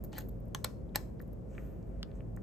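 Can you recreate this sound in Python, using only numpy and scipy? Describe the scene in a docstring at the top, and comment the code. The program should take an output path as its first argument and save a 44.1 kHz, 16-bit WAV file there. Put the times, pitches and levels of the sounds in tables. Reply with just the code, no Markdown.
"""A steady air-handling rumble fills a large room; fingernail ticks and a short scrape come over it.
Fingers at a table press a button of a plastic camera body, let it up, and snap a cover shut.
Then the camera is turned round, with knocks soft or sharp, a brush of sleeve and one dry tap.
Contacts excite decaying modes or noise bursts, rubbing is a train of random slips, the rumble is
filtered noise with tones, and decaying diffuse noise supplies the echoes of table and room."""
import sys
import numpy as np
from scipy import signal
from scipy.fft import rfft, irfft
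from scipy.io import wavfile

SR = 44100
rng = np.random.default_rng(int(sys.argv[2]) if len(sys.argv) > 2 else 0)


def digitize_waveform(pressure):
    """Quantize a signal to 16-bit integers and store it at the path in sys.argv[1].

    Rows of a 2-D input are taken as channels; values are limited to [-1, 1].
    """
    field = np.atleast_2d(pressure).T
    bounded = np.clip(field, -1, 1)
    quanta = np.round(bounded * 32767).astype(np.int16)
    wavfile.write(sys.argv[1], SR, quanta)


N = 106942
T, HZ = np.arange(N) / SR, np.fft.rfftfreq(N, 1 / SR)  # time in s, frequency of each bin in Hz


def amp(db):
    """Level to gain: 20 dB is a factor of ten in amplitude."""
    return 10 ** (np.asarray(db) / 20)


def unit(x):
    """Normalisation to a root-mean-square of one."""
    return x / np.sqrt(np.mean(x ** 2) + 1e-20)


def decay(t, t60):
    """Exponential damping: the amplitude falls 60 dB in t60 seconds."""
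    return np.exp(-np.log(1000) * t / t60)


def read(points, hz=HZ):
    """Interpolation of a spectrum along a logarithmic frequency axis."""
    f, value = np.transpose(points)
    return np.interp(np.log(hz + 1), np.log(f + 1), value)


def envelope(points):
    """Amplitude envelope: the level moves in straight lines in dB over time."""
    return amp(np.interp(T, *np.transpose(points), left=-120, right=-120))


def add(mix, s, sound):
    """Superposition: adds a sound to the mix at a time in seconds."""
    part = mix[round(s * SR):][:len(sound)]
    part += sound[:len(part)]


def colour(x, db):
    """Minimum-phase filtering: the Hilbert transform of log gain gives a causal phase."""
    log_gain = np.log(amp(np.maximum(db, -100)))
    mirrored = np.r_[log_gain, log_gain[-2:0:-1]]
    response = np.exp(signal.hilbert(mirrored).conj())
    return irfft(rfft(x) * response[:len(HZ)], N)


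def burst(s, db, t60):
    """Random impulse excitation: a dying flurry of tiny contacts of either sign."""
    out, t = np.zeros(N), T[:SR // 10]
    signs = rng.choice([-1., 1.], len(t))
    add(out, s, signs * amp(db) * decay(t, t60))
    return out


def ring(contacts, modes):
    """Modal synthesis with dispersion: damped sines, the fast high bending waves arriving first."""
    longest_ring_s = .022  # the gripping hand damps the shell
    spread_s = 0.000712  # travel time of bending waves at 1 kHz
    out = np.zeros(N)
    for s, level in contacts:
        for k, (hz, db, t60) in enumerate(modes):
            travel = spread_s * np.sqrt(1000 / hz)
            sample_offset = round(s * SR) / SR - s  # keeps timing finer than a sample
            t = np.maximum(T[:SR // 10] + sample_offset - travel, 0)
            wave = decay(t, min(t60, longest_ring_s)) * np.sin(2 * np.pi * hz * t)
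            add(out, s, (-1) ** k * amp(level + db) * wave)
    return out


def rub(level, shape, grain_db, grains_per_s):
    """Stick-slip friction: many small slips of uneven size at random times."""
    size = amp(grain_db * np.minimum(rng.exponential(1, N), 4))
    happens = rng.random(N) < grains_per_s / SR
    slips = rng.standard_normal(N) * size * happens
    return unit(colour(slips, shape)) * envelope(level)


# Left-right likeness of diffuse sound. Each row: frequency in Hz, coherence from 0 to 1.
LIKENESS = [(30, .99), (50, .94), (75, .6), (170, .5), (350, .4), (550, 0), (1500, .1), (5000, .2),
            (9000, .85), (14000, .95)]


def diffuse():
    """Spatial coherence: noise from all directions, as two close microphones get it."""
    a, b = rfft(rng.standard_normal((2, N)))
    same = np.clip(read(LIKENESS), -1, 1)
    return irfft(np.array([a, same * a + np.sqrt(1 - same ** 2) * b]), N)


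# Spectrum of the moving air. Each row: frequency in Hz, relative density in dB per Hz.
AIR_COLOUR = [(20, -29), (31, -24), (44, -3), (66, -2), (92, -11), (125, -6), (190, -7), (300, -15),
              (540, -18), (680, -25), (820, -32), (1600, -46), (2500, -53), (3800, -62), (8000, -61),
              (12500, -61.5), (15000, -76)]
# Wavering fan tones. Each row: frequency in Hz, level in dB.
FAN_TONES = [(48.4, -50), (533, -68), (653, -74.5)]
# Swell and fade of the motor tone. Each row: time in seconds, level in dB.
MOTOR_LEVEL = [(0.1, -58), (0.42, -48), (0.85, -58), (1.1, -55), (2.05, -58.5), (2.28, -46.5)]


def ventilation():
    """Broadband flow noise plus periodic tones: air, wavering fans and a motor that comes and goes."""
    waver, waver_hz, motor_hz = 0.35, 4, 109.6  # waver: relative amplitude, and radians of phase
    sound = amp(-44) * unit(colour(diffuse(), read(AIR_COLOUR)))
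    for hz, db in FAN_TONES:
        slow = np.exp(-(HZ / waver_hz) ** 2)
        swell, drift = unit(irfft(rfft(rng.standard_normal((2, N))) * slow, N))
        tone = (1 + waver * swell) * np.sin(2 * np.pi * hz * T + waver * drift)
        sound = sound + amp(db) * unit(tone)
    motor_level = amp(np.interp(T, *np.transpose(MOTOR_LEVEL)))
    return sound + motor_level * unit(np.sin(2 * np.pi * motor_hz * T))


# Fingernail ticks. Each row: start in seconds, level before colouring in dB, t60 in seconds.
NAIL_TICKS = [(0.0391, -22, 0.01), (0.0464, -26.5, 0.025), (0.1825, -14.5, 0.012), (0.187, -15.5, 0.012),
              (0.2012, -30, .008), (0.209, -25.5, 0.011), (0.2208, -29, 0.004), (0.287, -33, 0.016),
              (0.2927, -26, 0.0039), (0.403, -43.5, 0.0087), (0.4565, -45, .005), (0.482, -42, 0.0058),
              (1.1995, -46, 0.021), (1.215, -31.5, 0.012), (1.222, -33.5, 0.012), (1.2773, -44, 0.017),
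              (1.3304, -37, 0.019), (2.03, -38, 0.0093), (2.3635, -34, 0.0099)]
# Their spectrum. Each row: frequency in Hz, gain in dB.
NAIL_COLOUR = [(500, -10.5), (2500, -36), (6000, -28.5), (8500, -28.5), (11000, -18.5), (13000, -9.5),
               (15000, -15.5), (16500, -21)]


def nails():
    """Impact of a light hard body: thin, bright ticks of fingernails on the shell."""
    return colour(sum(burst(*tick) for tick in NAIL_TICKS), read(NAIL_COLOUR))


# Course of the scrape. Each row: time in seconds, level in dB before the resonance gain.
SCRAPE_LEVEL = [(0.11, -92), (0.131, -60), (0.145, -63), (0.16, -62.5), (0.178, -57), (0.195, -62),
                (0.218, -65.5), (0.245, -102)]
# Its resonances. Each row: centre in Hz, offset at which the gain is 6 dB down in Hz, level in dB.
SCRAPE_RESONANCES = [(840, 160, -3), (1786, 410, -5.5), (3130, 535, -3.5), (4300, 460, -5.5),
                     (6820, 3500, -5.5), (12900, 1800, -8)]


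def scrape():
    """Friction driving resonance: a nail drags over the shell, each resonance with its own slips."""
    out = np.zeros(N)
    for hz, width, db in SCRAPE_RESONANCES:
        shape = -20 * np.log10(1 + ((HZ - hz) / width) ** 2)
        out += amp(db) * rub(SCRAPE_LEVEL, shape, grain_db=3.5, grains_per_s=850)
    return out


# Catches of the dragging nail. Each row: start in seconds, level in dB, pitch in Hz.
NAIL_CATCHES = [(0.131, -52, 4350), (0.153, -50, 4320), (0.1585, -48, 3120), (0.1657, -48, 1920),
                (0.182, -39.5, 1590), (0.202, -51.5, 6630)]


def catches():
    """Plucked resonance: the dragging nail catches and lets go, sounding one mode each time."""
    t60 = .011
    return sum(ring([(s, db)], [(hz, 0, t60)]) for s, db, hz in NAIL_CATCHES)


# Knocks of fingers, soft and low or sharp and high.
# Each row: start in seconds, level in dB, centre in Hz, half width in octaves.
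FINGER_KNOCKS = [(0.182, -16.5, 1430, 0.55), (0.1868, -22, 4500, 1), (0.8926, -40.5, 3400, 0.1),
                 (1.196, -39, 3600, 0.54), (1.2017, -19, 1440, 0.38), (1.551, -35.5, 2620, 0.37),
                 (1.5804, -15.5, 1780, 0.48), (1.828, -49, 4220, 0.8), (2.1155, -36.5, 2580, 0.61),
                 (2.206, -30, 1740, 0.75), (2.3646, -35.5, 8000, 0.26), (2.373, -20.5, 1194, 0.62)]


def knocks():
    """Band-limited impact: a blow and faint rattle excite one band of shell."""
    rattle_db, rattle_t60, skirt_db = -31, .01, 44  # skirt in dB per octave outside the band
    out = np.zeros(N)
    for s, db, hz, octaves in FINGER_KNOCKS:
        blow = burst(s, db + rattle_db, rattle_t60)
        add(blow, s, amp([db]))
        outside = np.maximum(abs(np.log2((HZ + 1) / hz)) - octaves, 0)
        out += colour(blow, -skirt_db * np.minimum(outside, 2))
    return out


# Contacts within each click. 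Each row: start in seconds, relative level in dB.
PRESS_CONTACTS = [(0.5477, -0.5), (0.5483, -14.5)]
RELEASE_CONTACTS = [(0.6433, -3), (0.6442, -11.5), (0.6454, 5)]
SNAP_CONTACTS = [(0.956, -16), (0.9578, 0.5), (0.9587, -24.5)]
# Modes of each struck part. Each row: frequency in Hz, relative level in dB, t60 in seconds before
# the hand's damping limit.
PRESS_PART = [(819, -33.5, 0.017), (1085, -31, 0.014), (1660, -37, 0.022), (2000, -37, 0.0033),
              (3045, -24, 0.0049), (3460, -28.5, 0.005), (4150, -31, 0.0061), (6040, -30, 0.009),
              (6680, -34.5, 0.006), (7700, -40, .007), (10000, -43.5, 0.0099), (11150, -36, 0.012),
              (14180, -36.5, 0.0027)]
RELEASE_PART = [(480, -36.5, 0.022), (675, -38, 0.015), (1170, -37.5, 0.026), (1370, -39, 0.018),
                (1740, -36, 0.0019), (2730, -33.5, 0.004), (3400, -33.5, 0.0037), (4200, -27, 0.0059),
                (5370, -38, 0.012), (6400, -32, 0.0015), (7970, -34.5, 0.0099), (9830, -28, 0.0043),
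                (11300, -34.5, 0.0077), (13850, -30.5, 0.008)]
SNAP_PART = [(567, -21, 0.0047), (840, -27, 0.018), (1745, -29.5, 0.0143), (2740, -35, 0.007),
             (4006, -22.5, 0.0055), (4260, -22.5, 0.008), (5130, -28, 0.01), (6050, -26, 0.0024),
             (7340, -29.5, 0.0049), (8040, -27, 0.008), (10660, -25, 0.0039), (12430, -19.5, 0.0062),
             (13440, -20.5, 0.0067), (14700, -25, 0.0051)]


def click_ringing():
    """Modal response to impact: button down, button up and cover snap each ring their own part."""
    press = ring(PRESS_CONTACTS, PRESS_PART)
    release = ring(RELEASE_CONTACTS, RELEASE_PART)
    return press + release + ring(SNAP_CONTACTS, SNAP_PART)


def click(contacts, db, t60, tilt):
    """Repeated impact: each quick contact of a sprung part is followed by broad chatter."""
    flurry = sum(burst(s, level + db, t60) for s, level in contacts)
    return colour(flurry, tilt * np.log2(1 + HZ / 2000))  # tilt nears dB per octave well above 2 kHz


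def chatter():
    """Incoherent radiation: the plastic rattle of all three clicks, drawn afresh for each direction."""
    press = click(PRESS_CONTACTS, db=-21, t60=0.0024, tilt=-2.3)
    release = click(RELEASE_CONTACTS, db=-32.5, t60=0.02, tilt=-2.6)
    return press + release + click(SNAP_CONTACTS, db=-35.5, t60=0.056, tilt=-0.48)


# The cover slides to its catch; the sleeve brushes, cloth swishes, then the sleeve's thin high swish.
# Each row of a level: time in seconds, level in dB. Each row of a colour: frequency in Hz, gain in dB.
SLIDE_LEVEL = [(0.944, -84.5), (0.95, -40), (0.956, -38.5), (0.959, -75)]
COVER_COLOUR = [(400, 3.5), (900, -3.5), (3000, -4), (6000, -22.5), (12000, -30)]
SLEEVE_LEVEL = [(1.47, -87.5), (1.53, -69), (1.61, -67), (1.7, -73), (1.8, -79), (1.95, -77), (2.2, -75)]
BRUSH_COLOUR = [(500, 7.5), (1400, 6), (2800, -2), (4300, -18), (16000, -26)]
SWISH_LEVEL = [(1.48, -92), (1.51, -77), (1.6, -77), (1.72, -89.5), (2.12, -99), (2.16, -76), (2.2, -91.5)]
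CLOTH_COLOUR = [(4300, -19.5), (6000, -3), (7400, -1), (9000, -8), (11000, -11)]
SLEEVE_HISS_LEVEL = [(1.55, -89), (1.61, -74.5), (1.7, -75.5), (1.78, -85.5), (1.83, -93), (1.87, -85),
                     (1.92, -91.5)]
SLEEVE_HISS_COLOUR = [(3000, -17.5), (9500, -15.5), (12000, 0.5), (14500, 3.5), (16000, -20.5)]


def brushes():
    """Friction noise: dense slips of cover, sleeve and cloth, each layer with its own spectrum."""
    pairs = [(SLIDE_LEVEL, COVER_COLOUR), (SLEEVE_LEVEL, BRUSH_COLOUR),
             (SWISH_LEVEL, CLOTH_COLOUR), (SLEEVE_HISS_LEVEL, SLEEVE_HISS_COLOUR)]
    return sum(rub(level, read(spectrum), grain_db=-1.0, grains_per_s=9600) for level, spectrum in pairs)


# Contacts of the dry tap. Each row: start in seconds, relative level in dB.
TAP_CONTACTS = [(2.0298, -4), (2.0284, -16), (2.0329, -16.5)]
# What it rings. Each row: frequency in Hz, relative level in dB, t60 in seconds.
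TAP_PART = [(1105, -35, 0.0062), (1730, -35.5, 0.0045), (2966, -27, 0.005), (3410, -27.5, 0.0036),
            (4800, -27, 0.0039)]


def tap():
    """Arrival-time difference: one dry tap from the right reaches the right microphone first."""
    lead_s = 0.0001
    left = ring([(s + lead_s, db) for s, db in TAP_CONTACTS], TAP_PART)
    return np.array([left, ring(TAP_CONTACTS, TAP_PART)])


def reflections(x, spectrum, t60s, onset_s):
    """Diffuse reverberation: a noise tail that builds up and dies at its own speed in each band."""
    hz, t, z = signal.stft(diffuse(), SR, nperseg=128)
    fade = decay(t, read(t60s, hz)[:, None])
    fade /= np.sqrt(np.mean(fade ** 2, axis=1, keepdims=True) * N)
    tail = signal.istft(z * fade, SR, nperseg=128)[1][:, :N]
    build_up = 1 - np.exp(-(T / onset_s) ** 2)
    tail = colour(tail * build_up, read(spectrum))
    return signal.fftconvolve(x[None], tail[:, :SR // 2], axes=1)[:, :N]


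# Echoes: scatter off table and bag, nearby things, and the room.
# Each row of a colour: frequency in Hz, gain in dB. Each row of a decay: frequency in Hz, t60 in seconds.
TABLE_ECHO = [(300, -10.5), (650, -3.5), (1500, -1), (3500, -4), (5500, -1.5), (9000, 1), (14000, -16.5)]
TABLE_DECAY = [(500, 0.085), (3000, 0.017), (14000, 0.017)]
NEAR_ECHO = [(300, 0.5), (1200, -3.5), (3500, -6.5), (7000, -11), (14000, -13)]
NEAR_DECAY = [(500, 0.17), (3000, 0.12), (14000, .04)]
ROOM_ECHO = [(300, -0.5), (1200, -6.5), (3500, -15.5), (6500, -10.5), (10000, -14), (14000, -17)]
ROOM_DECAY = [(500, .35), (3000, .32), (7000, .32), (14000, .31)]


def scene():
    """Superposition of direct sound, echoes from table, nearby things and room, and ventilation."""
    ringing, finger_knocks, dry_tap = click_ringing(), knocks(), tap()
    fingers = nails() + scrape() + catches() + brushes()
    direct = amp(-1) * (ringing + chatter()) + fingers + finger_knocks
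    # the hand shields the knocks from the room
    shared = amp(-9) * ringing + fingers + amp(-5) * finger_knocks + amp(-12) * dry_tap[1]
    spills = [shared + amp(3) * chatter() for wall in range(3)]
    table = reflections(direct, TABLE_ECHO, TABLE_DECAY, onset_s=0.00025)
    near = reflections(spills[0], NEAR_ECHO, NEAR_DECAY, onset_s=0.0045)
    room = sum(reflections(spill, ROOM_ECHO, ROOM_DECAY, onset_s=0.0069) for spill in spills)
    room = room / np.sqrt(len(spills))
    return direct + dry_tap + table + near + room + ventilation()


# Port balance. Each row: frequency in Hz, left minus right in dB.
PORT_BALANCE = [(40, -1), (150, .4), (700, 2), (2000, 1), (5500, 3.5), (8500, 0), (15000, 0)]
# Port phase. Each row: frequency in Hz, lead of the left in radians.
PORT_LEAD = [(20, 0), (6000, 0), (8200, -1.1), (10200, -3.1), (11500, -4.7), (13000, -6.1), (15500, -9)]


def record(dry):
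    """Two-port transfer: level and treble phase differ; then come soft ends and a band limit."""
    fade_s, cut_hz = .008, 16300
    side = amp(read(PORT_BALANCE) / 2)
    right = np.exp(-1j * read(PORT_LEAD)) / side
    ports = irfft(rfft(dry) * np.array([side, right]), N)
    ports = ports * np.minimum(np.minimum(T, T[::-1]) / fade_s, 1)
    low_pass = signal.firwin(255, cut_hz, window=("kaiser", 9), fs=SR)
    return signal.oaconvolve(ports, low_pass[None], "same")


dry = scene()
out = record(dry)
digitize_waveform(out)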